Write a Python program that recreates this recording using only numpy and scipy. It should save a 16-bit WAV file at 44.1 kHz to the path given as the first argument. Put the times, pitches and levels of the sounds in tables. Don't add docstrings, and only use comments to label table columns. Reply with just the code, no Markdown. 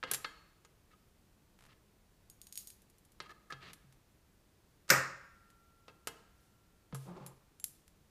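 import sys
import numpy as np
from scipy import signal
from scipy.fft import rfft, irfft
from scipy.io import wavfile
from scipy.ndimage import uniform_filter1d

SR = 44100
rng = np.random.default_rng(int(sys.argv[2]) if len(sys.argv) > 2 else 0)


def bounce(signal):
    frames = np.transpose(np.atleast_2d(signal))
    limited = np.clip(frames, -1, 1)
    pcm = np.round(limited * 32767).astype(np.int16)
    wavfile.write(sys.argv[1], SR, pcm)


N = 357210
TIME = np.arange(N) / SR
SIZE = 4096
BINS = np.fft.rfftfreq(SIZE, 1 / SR)
PITCHES = np.geomspace(20, 16000, 200)

# (frequency [Hz], level [dB], t60 [s])
TABLE_AND_FENCE_MODES = [(406, -12.5, 0.083), (465, -12, 0.14), (544, -15.5, 0.098), (808, -15, .2),
                         (896, -12, .2), (1040, -14, 0.22), (1271, -3, 0.067), (1346, -17.5, 0.17),
                         (1460, -18.5, .2), (1617, -12, 0.21), (1704, -13, 0.087), (2078, -9.5, 0.18),
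                         (2646, -10.5, .2), (2900, -16.5, .2), (3240, -11.5, .22), (3480, -15.5, 0.069),
                         (3740, -16.5, .15), (4380, -17.5, 0.17), (4760, -15.5, .18), (6900, -13.5, .25)]


def gain_of(db):
    return 10 ** (np.asarray(db) / 20)


def evened(x):
    return x / np.sqrt(np.mean(x ** 2) + 1e-20)


def read(points, hz):
    f, value = np.transpose(points)
    return np.interp(np.log(hz + 1), np.log(f + 1), value)


def add(mix, s, sound):
    part = mix[round(s * SR):][:len(sound)]
    part += sound[:len(part)]


def causal(gain):
    both_sides = np.r_[gain, gain[-2:0:-1]]
    log_gain = np.log(np.maximum(both_sides, 1e-6))
    return np.fft.ifft(np.exp(np.conj(signal.hilbert(log_gain)))).real


def noise(colour):
    spectrum = rfft(rng.standard_normal(N))
    return evened(irfft(spectrum * gain_of(read(colour, np.fft.rfftfreq(N, 1 / SR))), N))


def dying(x, t60s):
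    hz, t, bands = signal.stft(x, SR, nperseg=256)
    fade = gain_of(-60 * t / read(t60s, hz)[:, None])
    return signal.istft(bands * fade, SR, nperseg=256)[1][:len(x)]


def ring(modes, count=SR):
    t = TIME[:count]
    sound = np.zeros(count)
    for hz, db, t60 in modes:
        sound += gain_of(db - 60 * t / t60) * np.sin(2 * np.pi * hz * t) * rng.choice([-1, 1])
    return sound


def contact(colour, t60, edge=1.5, edge_time=0.0009):
    t = TIME[:2 * SIZE]
    closing = 1 - np.exp(-t / 0.00013)
    fade = gain_of(-60 * t / t60) + edge * np.exp(-t / edge_time)
    burst = rng.standard_normal(len(t)) * closing * fade
    own_colour = np.sqrt(uniform_filter1d(abs(rfft(burst)[::2]) ** 2, size=30))
    return signal.fftconvolve(burst, causal(gain_of(read(colour, BINS)) / own_colour))[:len(t)]


def strike(colour, t60, modes, ring_db):
    woken = []
    for hz, db, life in modes:
        life_db = 10 * np.log10(life * SR / (4 * np.log(1000)))
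        woken.append((hz, db + ring_db + read(colour, hz) - life_db, life))
    sound = ring(woken, count=SR // 2)
    add(sound, 0, contact(colour, t60))
    return sound


def tick(colour, db, brightness, t60, modes, ring_db, jingle_db, jingle_t60, jingle_hz):
    levels = db + read(colour, PITCHES) + brightness * np.log2(PITCHES / 7000)
    sound = strike(np.c_[PITCHES, levels], t60, modes, ring_db)
    jingle = levels + jingle_db - 10 * np.log10(1 + (jingle_hz / PITCHES) ** 2)
    add(sound, 0, contact(np.c_[PITCHES, jingle], jingle_t60))
    return sound


def friction(colour, grain_db):
    unevenness = evened(uniform_filter1d(rng.standard_normal(N), size=90))
    slips = rng.standard_normal(N) * gain_of(grain_db * unevenness)
    return evened(signal.oaconvolve(slips, causal(gain_of(read(colour, BINS))))[:N])


def air(level_db=-68):
    # (frequency [Hz], relative level [dB])
    air_colour = [(12, -37), (20, -4), (53, -2), (169, -8), (199, -7), (263, -15), (302, -11.5),
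                  (511, -17.5), (733, -20.5), (1170, -23), (1390, -24), (1590, -24.5), (2690, -27.5),
                  (15000, -33.5)]
    return gain_of(level_db) * noise(air_colour)


def room(x, build=0.005):
    # (frequency [Hz], t60 [s])
    room_t60 = [(150, 0.23), (1500, 0.9), (5000, 0.76), (8000, 0.53), (11000, 0.35), (15000, 0.4)]
    # (frequency [Hz], level [dB])
    room_level = [(150, 1), (1500, -11), (5000, -15), (10000, -17), (15000, -14.5)]
    growth = 1 - np.exp(-(TIME[:SR] / build) ** 2)
    echoes = rng.choice([-1., 1.], SR) * (rng.random(SR) < .15) * growth
    tail = dying(echoes, room_t60)
    own_strength = np.sqrt(read(room_t60, BINS) * SR * np.mean(echoes ** 2) / (2 * np.log(1000)))
    tail = signal.fftconvolve(tail, causal(gain_of(read(room_level, BINS)) / own_strength))
    return signal.fftconvolve(x, tail)[:N]


def sleeve():
    # (time [s], length [s], level [dB])
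    brushes = [(6.302, 0.29, -78.5), (6.915, 0.23, -66)]
    stroke = np.zeros(N)
    for s, length, db in brushes:
        add(stroke, s, gain_of(db) * signal.windows.hann(round(length * SR)))
    cloth_colour = [(500, -17.5), (2500, 0), (6000, -1), (10000, 1), (15000, -8.0)]  # Hz, dB
    return stroke * friction(cloth_colour, grain_db=-0.5)


def bench(boom_hz=134, boom_t60=.5, upper_hz=180, upper_db=-2, upper_t60=0.073, swell=0.014):
    # (time [s], level [dB])
    thuds = [(0.117, -54), (3.525, -51.5), (3.844, -56), (4.906, -32.5), (6.93, -35.5), (7.208, -46)]
    out, t = np.zeros(N), TIME[:SR]
    boom = gain_of(-60 * t / boom_t60) * (1 - np.exp(-t / swell)) * np.sin(2 * np.pi * boom_hz * t)
    boom -= gain_of(upper_db - 60 * t / upper_t60) * np.sin(2 * np.pi * upper_hz * t)
    for s, db in thuds:
        add(out, s, gain_of(db) * boom)
    return out


def drag(split_hz=680, brighten_db=4):
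    # (time [s], level [dB])
    path = [(7.055, -61.5), (7.097, -51), (7.145, -58.5), (7.171, -49.5), (7.197, -58), (7.209, -55),
            (7.335, -66.5)]
    # (frequency [Hz], relative level [dB])
    drag_colour = [(90, -18), (180, 3.5), (260, -11.5), (380, 0.5), (480, -9.5), (570, -4), (670, -10),
                   (790, -5), (1200, -10), (1600, -19), (2400, -23.5), (3500, -28), (8000, -36.5),
                   (15000, -61)]
    s, db = np.transpose(path)
    rub = friction(drag_colour, grain_db=-0.5)
    low = signal.sosfiltfilt(signal.butter(2, split_hz, fs=SR, output="sos"), rub)
    high = rub - low
    lift = gain_of(np.interp(TIME, s[[0, -1]], [-brighten_db, brighten_db]))
    loudness = gain_of(np.interp(TIME, s, db, left=-np.inf, right=-np.inf))
    return loudness * (low / lift + high * lift)


def slides(ring_db=-8, groan_below_s=.052, groan_steepness=3.3):
    # (time [s], length [s], level [dB])
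    shoves = [(.055, 0.11, -54), (0.902, 0.047, -67.5), (1.679, .067, -66), (3.221, 0.061, -61.5),
              (3.288, .04, -54.5), (3.499, 0.023, -45.5), (3.596, 0.14, -56)]
    groan = friction([(150, -28.5), (480, -10.0), (700, -16.5), (1050, -22.5), (1285, 3.0), (1480, -22),
                      (1730, -4), (2400, -37.5), (6000, -30), (15000, -40)], grain_db=6.5)
    grit = friction([(200, -1.5), (900, -6.0), (1800, 1.5), (2900, -2.5), (4500, -5.0), (5600, -14),
                     (8000, -23), (15000, -34.5)], grain_db=2.0)
    rub = np.zeros(N)
    for s, length, db in shoves:
        pressure = gain_of(db) * signal.windows.tukey(round(length * SR), .5)
        stuck = 1 / (1 + (length / groan_below_s) ** groan_steepness)
        span = slice(round(s * SR), round(s * SR) + len(pressure))
        blend = np.sqrt(stuck) * evened(groan[span]) + np.sqrt(1 - stuck) * evened(grit[span])
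        add(rub, s, pressure * blend)
    ringing = evened(signal.fftconvolve(rub, ring(TABLE_AND_FENCE_MODES))[:N])
    return rub + gain_of(ring_db) * np.std(rub) * ringing


def fence():
    # (time [s], level [dB])
    free_rings = [(.247, -59)]
    # (frequency [Hz], level [dB], t60 [s])
    fence_modes = [(3198, -1, .27), (4371, 0, .52), (5545, -13, .4), (6783, -13, .55)]
    out = np.zeros(N)
    for s, db in free_rings:
        add(out, s, gain_of(db) * ring(fence_modes))
    return out


def clicks(faint_t60=0.043, faint_ring_db=1, count=6, uneven=.1):
    # (time [s], level [dB], brightness [dB per octave], t60 [s], ring of the handles [dB])
    single_clicks = [(.114, -3, 6, .026, -15), (.1358, -5, 0.5, 0.087, 9.5), (.1455, -7, 0.5, 0.041, -4),
                     (3.7323, -23, 0, 0.041, -4), (3.9247, -38, -2, 0.034, 3), (5.5022, -38, -1, 0.038, 4),
                     (6.9467, -19, 2, 0.098, 5), (7.2638, -21, 3.5, 0.059, 8), (7.599, -27, 2.5, .014, 15),
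                     (7.6416, -7.5, 7, 0.0063, 3.5), (7.6455, -17.5, 6, 0.0084, -4),
                     (7.8796, -34.5, 0, .012, 3)]
    # (time [s], length [s], level [dB], brightness [dB per octave])
    rattles = [(1.592, .073, -39.5, -4.5), (2.82, 0.39, -39, 4)]
    # (frequency [Hz], level [dB])
    click_colour = [(300, -13), (1700, 0), (4500, -1.5), (8000, -2), (11500, 2), (15000, -17.5)]
    # (frequency [Hz], level [dB], t60 [s])
    handle_modes = [(6830, -29.5, 0.17), (7420, -20, 0.12), (10010, -21.5, .06)]
    out, touches = np.zeros(N), list(single_clicks)
    for start, length, db, brightness in rattles:
        gaps_gone = np.arange(count) + uneven * rng.standard_normal(count)
        for s in start + length * gaps_gone / (count - 1):
            touches.append((s, db, brightness, faint_t60, faint_ring_db))
    for s, db, brightness, t60, ring_db in touches:
        add(out, s, tick(click_colour, db, brightness, t60, handle_modes, ring_db,
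                         jingle_db=-10, jingle_t60=0.24, jingle_hz=5000))
    return out


def pads(jingle_db=-2, jingle_growth=0.95):
    # (time [s], level [dB], brightness [dB per octave])
    pad_ticks = [(2.2995, -27.5, 4), (2.4156, -25, 2), (2.4695, -27, 0.5), (2.525, -22, 2),
                 (2.5559, -21, 1.5), (2.5753, -12.5, 2), (2.6728, -21, 4.5), (2.7028, -25.5, -0.5)]
    # (frequency [Hz], level [dB])
    pad_colour = [(300, -63), (1700, -9.5), (4500, 0), (8000, -3), (11500, 1), (15000, -10)]
    # (frequency [Hz], level [dB], t60 [s])
    pad_modes = [(6690, -10, 0.13), (6730, -8.5, 0.15), (8680, -9, 0.066), (8450, -32, .08)]
    out = np.zeros(N)
    usual_db = np.mean([db for s, db, brightness in pad_ticks])
    for s, db, brightness in pad_ticks:
        shaken_db = jingle_db + jingle_growth * min(db - usual_db, 0)
        add(out, s, tick(pad_colour, db, brightness, t60=.012, modes=pad_modes, ring_db=-0.5,
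                         jingle_db=shaken_db, jingle_t60=0.28, jingle_hz=2970))
    return out


def knocks(ring_db=-11, spot_db=7, spot_width=0.077):
    # (time [s], level [dB], weight behind it [dB],
    # hardness: pitch above which it is dull [Hz], pitch the struck spot favours [Hz])
    knock_list = [(0.0288, -4, -15, 2940, 1610), (0.0362, -7.5, 6, 4700, 2830),
                  (0.113, -7.5, 2.5, 8000, 1640), (.2452, -5.5, -12, 4200, 4300),
                  (0.2476, -5, -6, 4200, 1243), (0.6488, -30, 6, 8400, 6800),
                  (3.2023, -10.5, 1, 5300, 4200), (3.5237, -11, -2.5, 5130, 1285),
                  (4.8806, -29, 5.5, 8100, 1700), (4.8907, -17.5, 3, 9000, 5460),
                  (4.894, -10.5, -17, 8500, 5800), (5.8813, -23, 8.5, 5350, 2700),
                  (5.898, -34.5, 13, 5000, 990), (6.0723, -6.5, 4.5, 11500, 2910),
                  (6.9253, -23.5, 15.5, 4200, 434), (6.948, -13, 2, 1500, 1120)]
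    # (frequency [Hz], level [dB])
    knock_colour = [(20, -36), (90, -12.5), (450, -2), (750, -4), (1300, 0), (1900, 0), (3000, -3.5),
                    (4500, -2), (6500, -4), (9500, -1.5), (15000, -2)]
    out = np.zeros(N)
    for s, db, weight_db, hard_hz, spot_hz in knock_list:
        bass = weight_db / (1 + (PITCHES / 1100) ** 4)
        dull = 10 * np.log10(1 + (PITCHES / hard_hz) ** 8.3)
        favoured = spot_db * np.exp(-(np.log(PITCHES / spot_hz) / spot_width) ** 2)
        colour = np.c_[PITCHES, db + read(knock_colour, PITCHES) + bass - dull + favoured]
        t60 = 0.046 * 2 ** (weight_db / 15)
        add(out, s, strike(colour, t60, TABLE_AND_FENCE_MODES, ring_db))
    return out


def snap(crowd_db=-22.5, stand_db=-26, steel_db=-34, rise=0.0024, crack_t60=0.021):
    # (time [s], level [dB])
    cracks = [(4.9020, 16), (4.9041, 18.5)]
    # (frequency [Hz], level [dB])
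    crack_colour = [(20, -59.5), (110, -28), (470, -16), (800, -22.5), (1300, 0), (2400, -8), (3200, -19),
                    (5300, -4.5), (10500, -21), (14500, -18.5)]
    # (frequency [Hz], t60 [s])
    crowd_colour = [(30, -42.5), (75, -19.5), (130, -13), (230, -15), (530, -3), (720, -11), (1000, -8.5),
                    (1280, -1), (1900, -3.5), (2650, -10), (3100, -21.5), (4000, -19), (5200, -14),
                    (7600, -14), (10500, -26), (14400, -12), (15400, -30.5)]
    crowd_t60 = [(130, 0.6), (450, 0.28), (1400, 0.51), (2600, 0.4), (5000, 0.38), (8000, 0.35),
                 (11000, 0.28), (14500, 0.17)]
    # (frequency [Hz], relative level [dB], t60 [s])
    stand_modes = [(411, -11.5, .3), (537.5, -7.5, 0.32), (581, -7, 0.11), (1130, -11.5, .5),
                   (1243, -5, 0.4), (1406, -3, 0.24), (1507, -7, 0.21), (1616, -5.5, 0.24),
                   (1780, -10.5, .42), (1823, -9, 0.66), (1917, -7, .48), (1994, -6, 0.3),
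                   (2270, -12, 0.23), (2662, -10.5, .38)]
    steel_modes = [(4997, -5.5, 0.2), (5206, -4.5, .26), (5660, -4.5, 0.17), (6900, -7.5, .28),
                   (8000, -7.5, .27), (8303, -6.5, 0.14), (11460, -13.5, .19), (14400, -0.5, .19),
                   (14430, -2, .14), (14702, -5, .13)]
    # (frequency [Hz], level [dB], t60 [s])
    singing_modes = [(1367, -62, 5.4), (1815, -53.5, 1.15), (6920, -52.5, .7), (5146, -50, .65)]
    out, jolt = np.zeros(N), cracks[-1][0]
    for s, db in cracks:
        add(out, s, gain_of(db) * contact(crack_colour, crack_t60))
    body = gain_of(crowd_db) * dying(noise(crowd_colour)[:SR], crowd_t60)
    body += gain_of(stand_db) * ring(stand_modes)
    body += gain_of(steel_db) * ring(steel_modes)
    add(out, jolt, body * (1 - np.exp(-TIME[:SR] / rise)))
    add(out, jolt, ring(singing_modes, count=N))
    return out


def scene(snap_room_db=-4):
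    handling = knocks() + fence() + slides() + drag() + sleeve() + pads() + clicks()
    lock = snap()
    echoes = room(handling + gain_of(snap_room_db) * lock)
    return (handling + lock + bench() + echoes + air())[None]


def record(dry, edge_hz=15400):
    low_pass = signal.firwin(255, edge_hz, window=("kaiser", 8), fs=SR)
    return signal.oaconvolve(dry, low_pass[None], "same")


dry = scene()
out = record(dry)
bounce(out)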